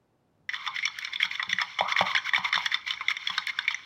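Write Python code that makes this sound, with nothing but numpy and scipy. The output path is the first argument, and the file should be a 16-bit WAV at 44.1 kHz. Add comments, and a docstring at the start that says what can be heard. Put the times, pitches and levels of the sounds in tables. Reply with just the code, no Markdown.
"""In a kitchen, a steel fork beats egg whites quickly in a small hand-held plastic bowl.
Tines clack and chatter: bursts of force through resonances of the base, wall and upper bowl.
Scrapes are stick-slip grains, the egg is chirping bubbles, fizz, sinking gulps and noise snaps,
and low thuds are the bowl bumping the table. Faint handling, air and a small room surround it;
the sound is close and nearly mono."""
import sys
import numpy as np
from scipy import signal
from scipy.fft import rfft, irfft, next_fast_len
from scipy.io import wavfile
from scipy.ndimage import uniform_filter1d, map_coordinates

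SR = 44100
rng = np.random.default_rng(int(sys.argv[2]) if len(sys.argv) > 2 else 0)


def pcm_store(signal):
    """Save signal as 16-bit PCM."""
    levels = np.round(np.clip(np.atleast_2d(signal), -1, 1) * 32767)
    wavfile.write(sys.argv[1], SR, levels.astype(np.int16).T)


N = 169785  # length in samples


def amp(db):
    """Decibels to gain."""
    return 10 ** (np.asarray(db) / 20)


def unit(x):
    """Scale to rms 1."""
    return x / np.sqrt(np.mean(x ** 2) + 1e-20)


def along(points, hz):
    """Read (frequency, value) points on a log frequency axis."""
    f, v = np.transpose(points)
    return np.interp(np.log(hz + 1), np.log(f + 1), v)


def filtered(x, response):
    """Multiply the spectrum of x by a response of frequency."""
    n = x.shape[-1]
    m = next_fast_len(2 * n)
    return irfft(rfft(x, m) * response(np.fft.rfftfreq(m, 1 / SR)), m)[..., :n]


def coloured(x, spectrum):
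    """Shape x with (frequency_hz, level_db) points, at rms 1."""
    return unit(filtered(x, lambda f: amp(along(spectrum, f))))


def resonate(x, modes, order=1):
    """Ring x through parallel (pitch_hz, width_hz, level_db) modes; a higher order steepens the skirts."""
    def response(f):
        total = 0
        for pitch, width, db in modes:
            band = 1j * f * width / (pitch * pitch - f * f + 1j * f * width)
            total = total + amp(db) * band ** order
        return total
    return filtered(x, response)


def burst(x):
    """Scale a short sound to the energy of 10 ms at rms 1."""
    return x * np.sqrt(SR / 100 / np.sum(x ** 2))


def add(track, s, x):
    """Mix x into track at time s in seconds."""
    part = track[max(round(s * SR), 0):][:len(x)]
    part += x[:len(part)]


def wobble(rate):
    """A smooth random curve with the given number of knots a second."""
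    return map_coordinates(rng.standard_normal(int(N * rate / SR) + 4), [np.arange(N) * rate / SR])


def grains(rate, spread_db):
    """Random tiny impulses of either sign and uneven size, rate a second."""
    hits = rng.random(N) < rate / SR
    sizes = amp(spread_db * np.clip(rng.standard_normal(N), -2, 2))
    return hits * rng.choice([-1, 1], N) * sizes


# spectrum of the still air, before it is set to its rms: frequency_hz [Hz], level_db [dB]
AIR_SPECTRUM = [(20, -18.5), (110, 4), (700, -5), (2000, -20), (16000, -38.5)]
AIR_DB = -70


def air():
    """Steady noise, weighted to the lows."""
    return amp(AIR_DB) * coloured(rng.standard_normal(N), AIR_SPECTRUM)


def handling():
    """The bowl rumbles faintly in the hand: low noise of drifting level, from 0.38 s on."""
    held = np.arange(N) / SR > .38
    level = amp(-70.5 + 1.8 * wobble(14)) * held
    return level * unit(resonate(rng.standard_normal(N), [(111, 165, 0)], order=2))


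# fader moves for the hollow base, before SWIRL_TRIM_DB: time_s [s], level_db [dB]
SWIRL_LEVELS = [(.49, -60), (.55, -47.5), (.70, -38.5), (.82, -67), (1.38, -66), (1.76, -51), (1.87, -29.5),
                (2.10, -32.5), (2.22, -46), (2.47, -37.5), (2.62, -54), (2.8, -59)]
SWIRL_TRIM_DB = -7.5


def swirl():
    """The swirled egg and dragging fork keep the base murmuring: grains through one broad resonance."""
    level_db = np.interp(np.arange(N) / SR, *np.transpose(SWIRL_LEVELS), left=-120)
    murmur = unit(resonate(grains(700, spread_db=3.5), [(1122, 355, 0)], order=3))
    return amp(level_db + SWIRL_TRIM_DB) * murmur


# tines meet the bowl; levels are before CONTACT_TRIM_DB and chatter is held to 1 ms or more:
# start_s [s], chatter_ms [ms], wall_pitch_hz [Hz], base_level_db [dB], wall_level_db [dB], upper_level_db [dB]
CONTACTS = [(0.491, 6, 1970, -77, -24.5, -37.0), (0.5348, 6.9, 1860, -71, -29.0, -51),
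            (0.5424, 1.8, 1900, -42.5, -31, -32), (0.6642, 8.1, 2060, -38.5, -29.5, -33.5),
            (0.6747, 3.7, 1900, -32.5, -48, -29), (0.7614, 4.7, 2040, -46, -29, -34.5),
            (0.7866, 4.7, 2070, -55, -27, -35.5), (0.826, 16, 2210, -68, -23, -40),
            (0.8537, 3.1, 2260, -46, -21.5, -25), (0.8751, 4.1, 1760, -38.5, -35, -29.5),
            (0.987, 2.9, 1780, -57, -32.0, -35.5), (1.023, 4.5, 2060, -65, -32.5, -44),
            (1.0475, 2.9, 2290, -46, -30.5, -31.5), (1.0731, 6.8, 1960, -42.5, -36.5, -39.5),
            (1.1343, 4.1, 2130, -69, -34, -32.5), (1.158, 0.87, 2260, -50.5, -35.0, -27.0),
            (1.201, 7.8, 1970, -51, -22.5, -35), (1.2282, 2, 2165, -40.5, -19, -20.5),
            (1.251, 4.1, 1980, -38.0, -36, -34.5), (1.3126, 2.5, 2220, -67, -29.5, -38),
            (1.3533, 2.1, 2040, -68, -36, -32.5), (1.3949, 12.2, 1940, -34.5, -23, -41),
            (1.427, 3.7, 2170, -34.5, -30, -28.5), (1.4939, 4.2, 2110, -57, -35.5, -31),
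            (1.5091, 15, 2170, -47, -42, -33), (1.5289, 2.7, 1970, -63, -20, -25),
            (1.5852, 4.6, 1910, -39, -22, -33.5), (1.598, 22, 2160, -35, -25, -50),
            (1.6154, 3.5, 1876, -29, -24.5, -27), (1.7873, 7.5, 2110, -32, -24, -25),
            (1.808, 2.1, 2050, -19, -29.0, -33.5), (1.9212, 2.7, 2030, -33.5, -24.5, -28.5),
            (1.9637, 2.7, 1990, -45, -21, -44), (1.99, 1.1, 2030, -35, -24.5, -23),
            (2.009, 3.2, 1880, -18.0, -39, -30.0), (2.0643, 5.7, 2030, -33.5, -30.5, -38),
            (2.1127, 2.2, 2000, -42, -28, -40), (2.1495, 4.3, 1760, -31, -20, -23.5),
            (2.1618, 5.6, 2220, -51, -19, -29.5), (2.1745, 7.5, 1660, -48, -24, -27.0),
            (2.2917, 1.9, 2020, -66, -29.5, -34), (2.3342, 3.6, 1900, -32, -19, -30),
            (2.3463, 7.3, 2186, -42, -17, -36), (2.3596, 5, 1950, -36, -24, -24.5),
            (2.3797, 1.5, 2010.0, -27.5, -50, -41), (2.4459, 7.7, 2230, -29.5, -24, -28.5),
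            (2.4538, 4.2, 2090, -48, -24.5, -45), (2.527, 4.4, 2080, -33.5, -20.5, -26.5),
            (2.5407, 6.6, 1630, -53, -22.5, -26.0), (2.5548, 7.9, 1930, -34, -27.5, -22.0),
            (2.577, 2.3, 2060, -26.5, -35, -33.5), (2.6593, 4.3, 1780, -35.5, -23.5, -23),
            (2.7156, 5.8, 1920, -52, -26.5, -57), (2.726, 7.4, 2000, -48, -32, -40),
            (2.7426, 3.8, 2060, -37, -22, -21.5), (2.8771, 2.2, 1970, -56, -30.0, -34.5),
            (2.9065, 1.3, 2150, -43, -33, -23), (2.9358, 4.8, 2090, -43.5, -36.5, -38.5),
            (3.0083, 5.3, 2120, -34.0, -29.5, -43), (3.083, 2.9, 2140, -57, -19, -25.5),
            (3.105, 3.7, 2030, -43.5, -24.5, -45), (3.109, 2.3, 2060, -45, -46, -31.5),
            (3.167, 2.8, 2180, -47, -28.5, -35.0), (3.2726, 1, 2190, -47.0, -30.0, -23.5),
            (3.2981, 5.5, 1920, -34.0, -34, -28), (3.3792, 2.25, 1600, -33.5, -25.5, -23),
            (3.4706, 2.3, 2220, -57, -26, -32), (3.4949, 5.3, 2020, -48.5, -30, -43),
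            (3.5881, 2.2, 1556, -38.5, -23.5, -25.5), (3.649, 5.6, 2080.0, -45.5, -37, -60),
            (3.6789, 4.5, 2170, -60, -17.5, -28.0), (3.7066, 4.6, 1930, -38, -33.0, -33.5),
            (3.7443, 2.9, 2004, -47.5, -25.5, -35.5)]
# base of the bowl, pitches before the sag: pitch_hz [Hz], width_hz [Hz, one filter pass], level_db [dB]
BASE_MODES = [(896.4, 90, -6), (1150, 386, 0)]
# upper resonances, before random scatter: pitch_hz [Hz], width_hz [Hz, one filter pass], level_db [dB]
UPPER_MODES = [(3040, 140, -2.5), (3476, 270, 3.5), (4214, 150, -7.5), (5376, 510, -11), (7440, 230, -80)]
WALL_WIDTH_HZ = 316  # one filter pass
CONTACT_TRIM_DB, CRACK_DB, MODE_SCATTER_DB = -1.5, -17.5, 3.5
CHATTER = 0.52  # noise gain beside the push
BASE_SAG_PER_DB = 0.02  # share of pitch lost per dB of harder push


def contacts():
    """A push and short chatter of the tines ring the damped plastic; a harder push sounds the base lower."""
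    out, t = np.zeros(N), np.arange(2048) / SR
    usual_db = np.mean([row[3] for row in CONTACTS])
    for s, ms, wall_hz, base_db, wall_db, upper_db in CONTACTS:
        u = t / (max(ms, 1) / 1000)
        grip = np.exp(-u ** 1.07)
        sag = 1 - BASE_SAG_PER_DB * (base_db - usual_db - 11)
        base = [(hz * sag, width, db) for hz, width, db in BASE_MODES]
        wall = [(wall_hz, WALL_WIDTH_HZ, 0)]
        upper = []
        for hz, width, db in UPPER_MODES:
            pitch = hz * np.exp(0.027 * rng.standard_normal())
            upper.append((pitch, width, db + MODE_SCATTER_DB * rng.uniform(-1.5, 1)))
        for modes, db in [(base, base_db), (wall, wall_db), (upper, upper_db)]:
            force = CHATTER * grip * rng.standard_normal(len(t))
            force[:6] += signal.windows.hann(8)[1:-1] / 2  # the push
            add(out, s, amp(db + CONTACT_TRIM_DB) * burst(resonate(force, modes, order=2)))
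        # a broad crack follows the louder of wall and upper
        crack = resonate(grip * rng.standard_normal(len(t)), [(2450, 1140, 0)], order=3)
        add(out, s, amp(max(wall_db, upper_db) + CRACK_DB) * burst(crack))
    return out


GULP_DB = -14  # beside the base level of the contact
GULP_START_HZ, GULP_END_HZ, GULP_S = 1089.7, 759.5, 0.0301


def gulps():
    """Behind a push on the base a pocket opens in the egg, and its fuzzy note sinks."""
    out, t = np.zeros(N), np.arange(SR // 8) / SR
    hz = GULP_END_HZ + (GULP_START_HZ - GULP_END_HZ) * np.exp(-t / GULP_S)
    swell = t * np.exp(-2 * t / GULP_S)
    for s, _, _, base_db, *_ in CONTACTS:
        fuzz = np.cumsum(0.035 * rng.standard_normal(len(t)))
        phase = 2 * np.pi * np.cumsum(hz) / SR + fuzz
        add(out, s, amp(base_db + GULP_DB) * burst(swell * np.sin(phase)))
    return out


BUBBLE_HZ = 2493  # centre of the random starting pitches
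BUBBLE_CYCLES = 8.2  # cycles to fade to 1/e
BUBBLES_PER_S = 190


def bubbles():
    """Small bubbles, pitched within an octave either way, each a few rising cycles; rms 1."""
    out, t = np.zeros(N), np.arange(1024) / SR
    for when, pitch, strength in rng.random((int(BUBBLES_PER_S * N / SR), 3)):
        cycles = t * BUBBLE_HZ * 2 ** (2 * pitch - 1)
        age = cycles / BUBBLE_CYCLES
        envelope = np.exp(-age) * (1 - np.exp(-cycles))
        pop = np.sin(2 * np.pi * cycles * (1 + 0.0335 * age)) * envelope
        add(out, when * N / SR, amp(20 * strength) * pop)
    return unit(out)


# tines drag through the egg along the wall, before SCRAPE_TRIM_DB: start_s [s], end_s [s], level_db [dB]
SCRAPES = [(0.519, 0.569, -42.5), (0.63, 0.682, -43), (0.737, 0.778, -41), (0.851, 0.864, -35),
           (1.019, 1.052, -44), (1.117, 1.157, -46), (1.202, 1.26, -36), (1.296, 1.362, -41),
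           (1.485, 1.537, -38.5), (1.59, 1.63, -38), (1.873, 1.931, -36.5), (1.958, 2.025, -33.5),
           (2.045, 2.125, -37.5), (2.242, 2.296, -36.5), (2.337, 2.388, -36.5), (2.429, 2.492, -38.5),
           (2.53, 2.675, -40), (2.705, 2.76, -39.5), (2.857, 2.928, -38), (3.082, 3.121, -36),
           (3.248, 3.391, -42), (3.471, 3.506, -36), (3.67, 3.731, -41.5)]
# bowl and tines under a scrape: pitch_hz [Hz], width_hz [Hz, one filter pass], level_db [dB]
RUB_MODES = [(1138, 470, -16.5), (1582, 470, -11.5), (2174, 336, -1), (3010, 580, -9), (3490, 490, -8),
             (4220, 470, -14), (5435, 800, -15)]
# spectrum of the fizz, before it is set to rms 1: frequency_hz [Hz], level_db [dB]
FIZZ_SPECTRUM = [(2000, 7), (5500, 21.5), (7800, 4), (9200, -18), (10300, -22), (12000, 7.5), (15500, 6)]
SCRAPE_TRIM_DB, SCRAPE_RISE_S, SCRAPE_FALL_S = 2.5, 0.014, 0.0036
GRAINS_PER_S = 1500
STIR_DB = -46.5  # centre of the drifting level
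BUBBLE_DB, FIZZ_DB = -4.5, -22.5  # gains beside the effort


def scrapes():
    """Stick-slip grains under each drag and light stirring; the egg bubbles with the effort and fizzes."""
    t, drags = np.arange(N) / SR, np.zeros(N)
    for start, end, db in SCRAPES:
        rise = np.clip((t - start) / SCRAPE_RISE_S, 0, 1)
        fall = np.exp(-np.maximum(t - end, 0) / SCRAPE_FALL_S)
        drags = np.maximum(drags, amp(db + SCRAPE_TRIM_DB) * rise * fall)
    stir = amp(STIR_DB + 2.24 * wobble(17)) * (t > CONTACTS[0][0])
    effort = np.maximum(drags, stir)
    rub = np.zeros(N)
    for hz, width, db in RUB_MODES:
        slips = grains(GRAINS_PER_S, spread_db=1.5) * amp(2.3 * wobble(60))
        rub += amp(db) * unit(resonate(slips, [(hz, width, 0)], order=2))
    wet = unit(resonate(bubbles(), RUB_MODES))
    fizz = coloured(grains(5000, spread_db=3), FIZZ_SPECTRUM)
    # the fizz swells in the drags, smoothed over 700 samples
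    swell = uniform_filter1d((drags + effort) / 2, size=700)
    return effort * (rub + amp(BUBBLE_DB) * wet) + swell * amp(FIZZ_DB) * fizz


# sharp wet snaps: start_s [s], level_db [dB]
SNAPS = [(.988, -46.5), (1.228, -49.5), (2.009, -53), (2.340, -52.5), (2.657, -49.5), (3.469, -47),
         (3.588, -54.5)]


def snaps():
    """Films of egg break with a bright, very short tick of noise."""
    out, t = np.zeros(N), np.arange(512) / SR
    for s, db in SNAPS:
        tick = rng.standard_normal(len(t)) * amp(-60 * t / 0.0072)  # down 60 dB in 7.2 ms
        add(out, s, amp(db) * burst(resonate(tick, [(5730, 2600, 0)])))
    return out


# the bowl bumps the table: start_s [s], level_db [dB]
BUMPS = [(1.239, -53.5), (1.477, -47), (1.529, -44), (1.809, -43.5), (2.007, -33), (2.381, -44),
         (2.559, -47.5), (3.297, -52), (3.381, -56.5)]
# low resonances each thud rings through: pitch_hz [Hz], width_hz [Hz, one filter pass], level_db [dB]
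THUD_MODES = [(118, 42, -2), (178, 27, 2.5), (310, 140, -15.5)]


def bumps():
    """Low thuds of the table under the bowl: an impulse through low resonances."""
    out = np.zeros(N)
    thud = burst(resonate(signal.unit_impulse(SR // 3), THUD_MODES, order=2))
    for s, db in BUMPS:
        add(out, s, amp(db) * thud)
    return out


# narrow hollow ring of the bowl, levels before RING_DB: pitch_hz [Hz], width_hz [Hz], level_db [dB]
RING_MODES = [(834, 5.5, -18), (917, 10, -6), (975.5, 18, 3), (1046, 18, 1.5), (1150, 9.9, 3),
              (1249, 35, 1)]
# bands the bowl radiates poorly: pitch_hz [Hz], width_hz [Hz], cancelled_share_db [dB]
DIPS = [(1386, 92, -11.5), (2537, 290, -6.5), (4670, 240, -6.5)]
RING_DB = 0.5


def through_bowl(fork):
    """The bowl adds its hollow ring to the fork and cancels part of the bands it radiates poorly."""
    ring = amp(RING_DB) * resonate(fork, RING_MODES)
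    return fork + ring - resonate(fork, DIPS)


# decay of the room: frequency_hz [Hz], t60_s [s]
ROOM_DECAY = [(150, 0.54), (2000, 0.21), (12000, 0.19)]
ROOM_DB = -14


def kitchen(x):
    """A small room's tail of noise, each frequency dying at its own speed."""
    hz, t, z = signal.stft(rng.standard_normal(SR // 2), SR, nperseg=256)
    decay = amp(-60 * t / along(ROOM_DECAY, hz)[:, None])
    tail = signal.istft(z * decay, SR, nperseg=256)[1]
    tail *= np.clip(np.arange(len(tail)) / SR / 0.002, 0, 1) ** 2  # 2 ms fade-in
    return amp(ROOM_DB) * signal.fftconvolve(x, tail / np.linalg.norm(tail))[:N]


# stereo spread: frequency_hz [Hz], side_over_mid_db [dB]
WIDTH = [(2500, -58.5), (7000, -16)]


def spread(mid):
    """A quarter-cycle-shifted copy, added left and subtracted right, widens mainly the treble."""
    side = filtered(mid, lambda f: 1j * amp(along(WIDTH, f)))
    return np.array([mid + side, mid - side])


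def scene():
    """Fork and egg sound through the bowl, with snaps and bumps, in the middle of the kitchen."""
    fork = contacts() + scrapes() + swirl() + gulps()
    bowl = through_bowl(fork) + snaps() + bumps()
    return spread(bowl + kitchen(bowl) + handling() + air())


TOP_HZ = 16200


def record(dry):
    """A band limit: nothing is kept from TOP_HZ upward."""
    return filtered(dry, lambda hz: hz < TOP_HZ)


dry = scene()
out = record(dry)
pcm_store(out)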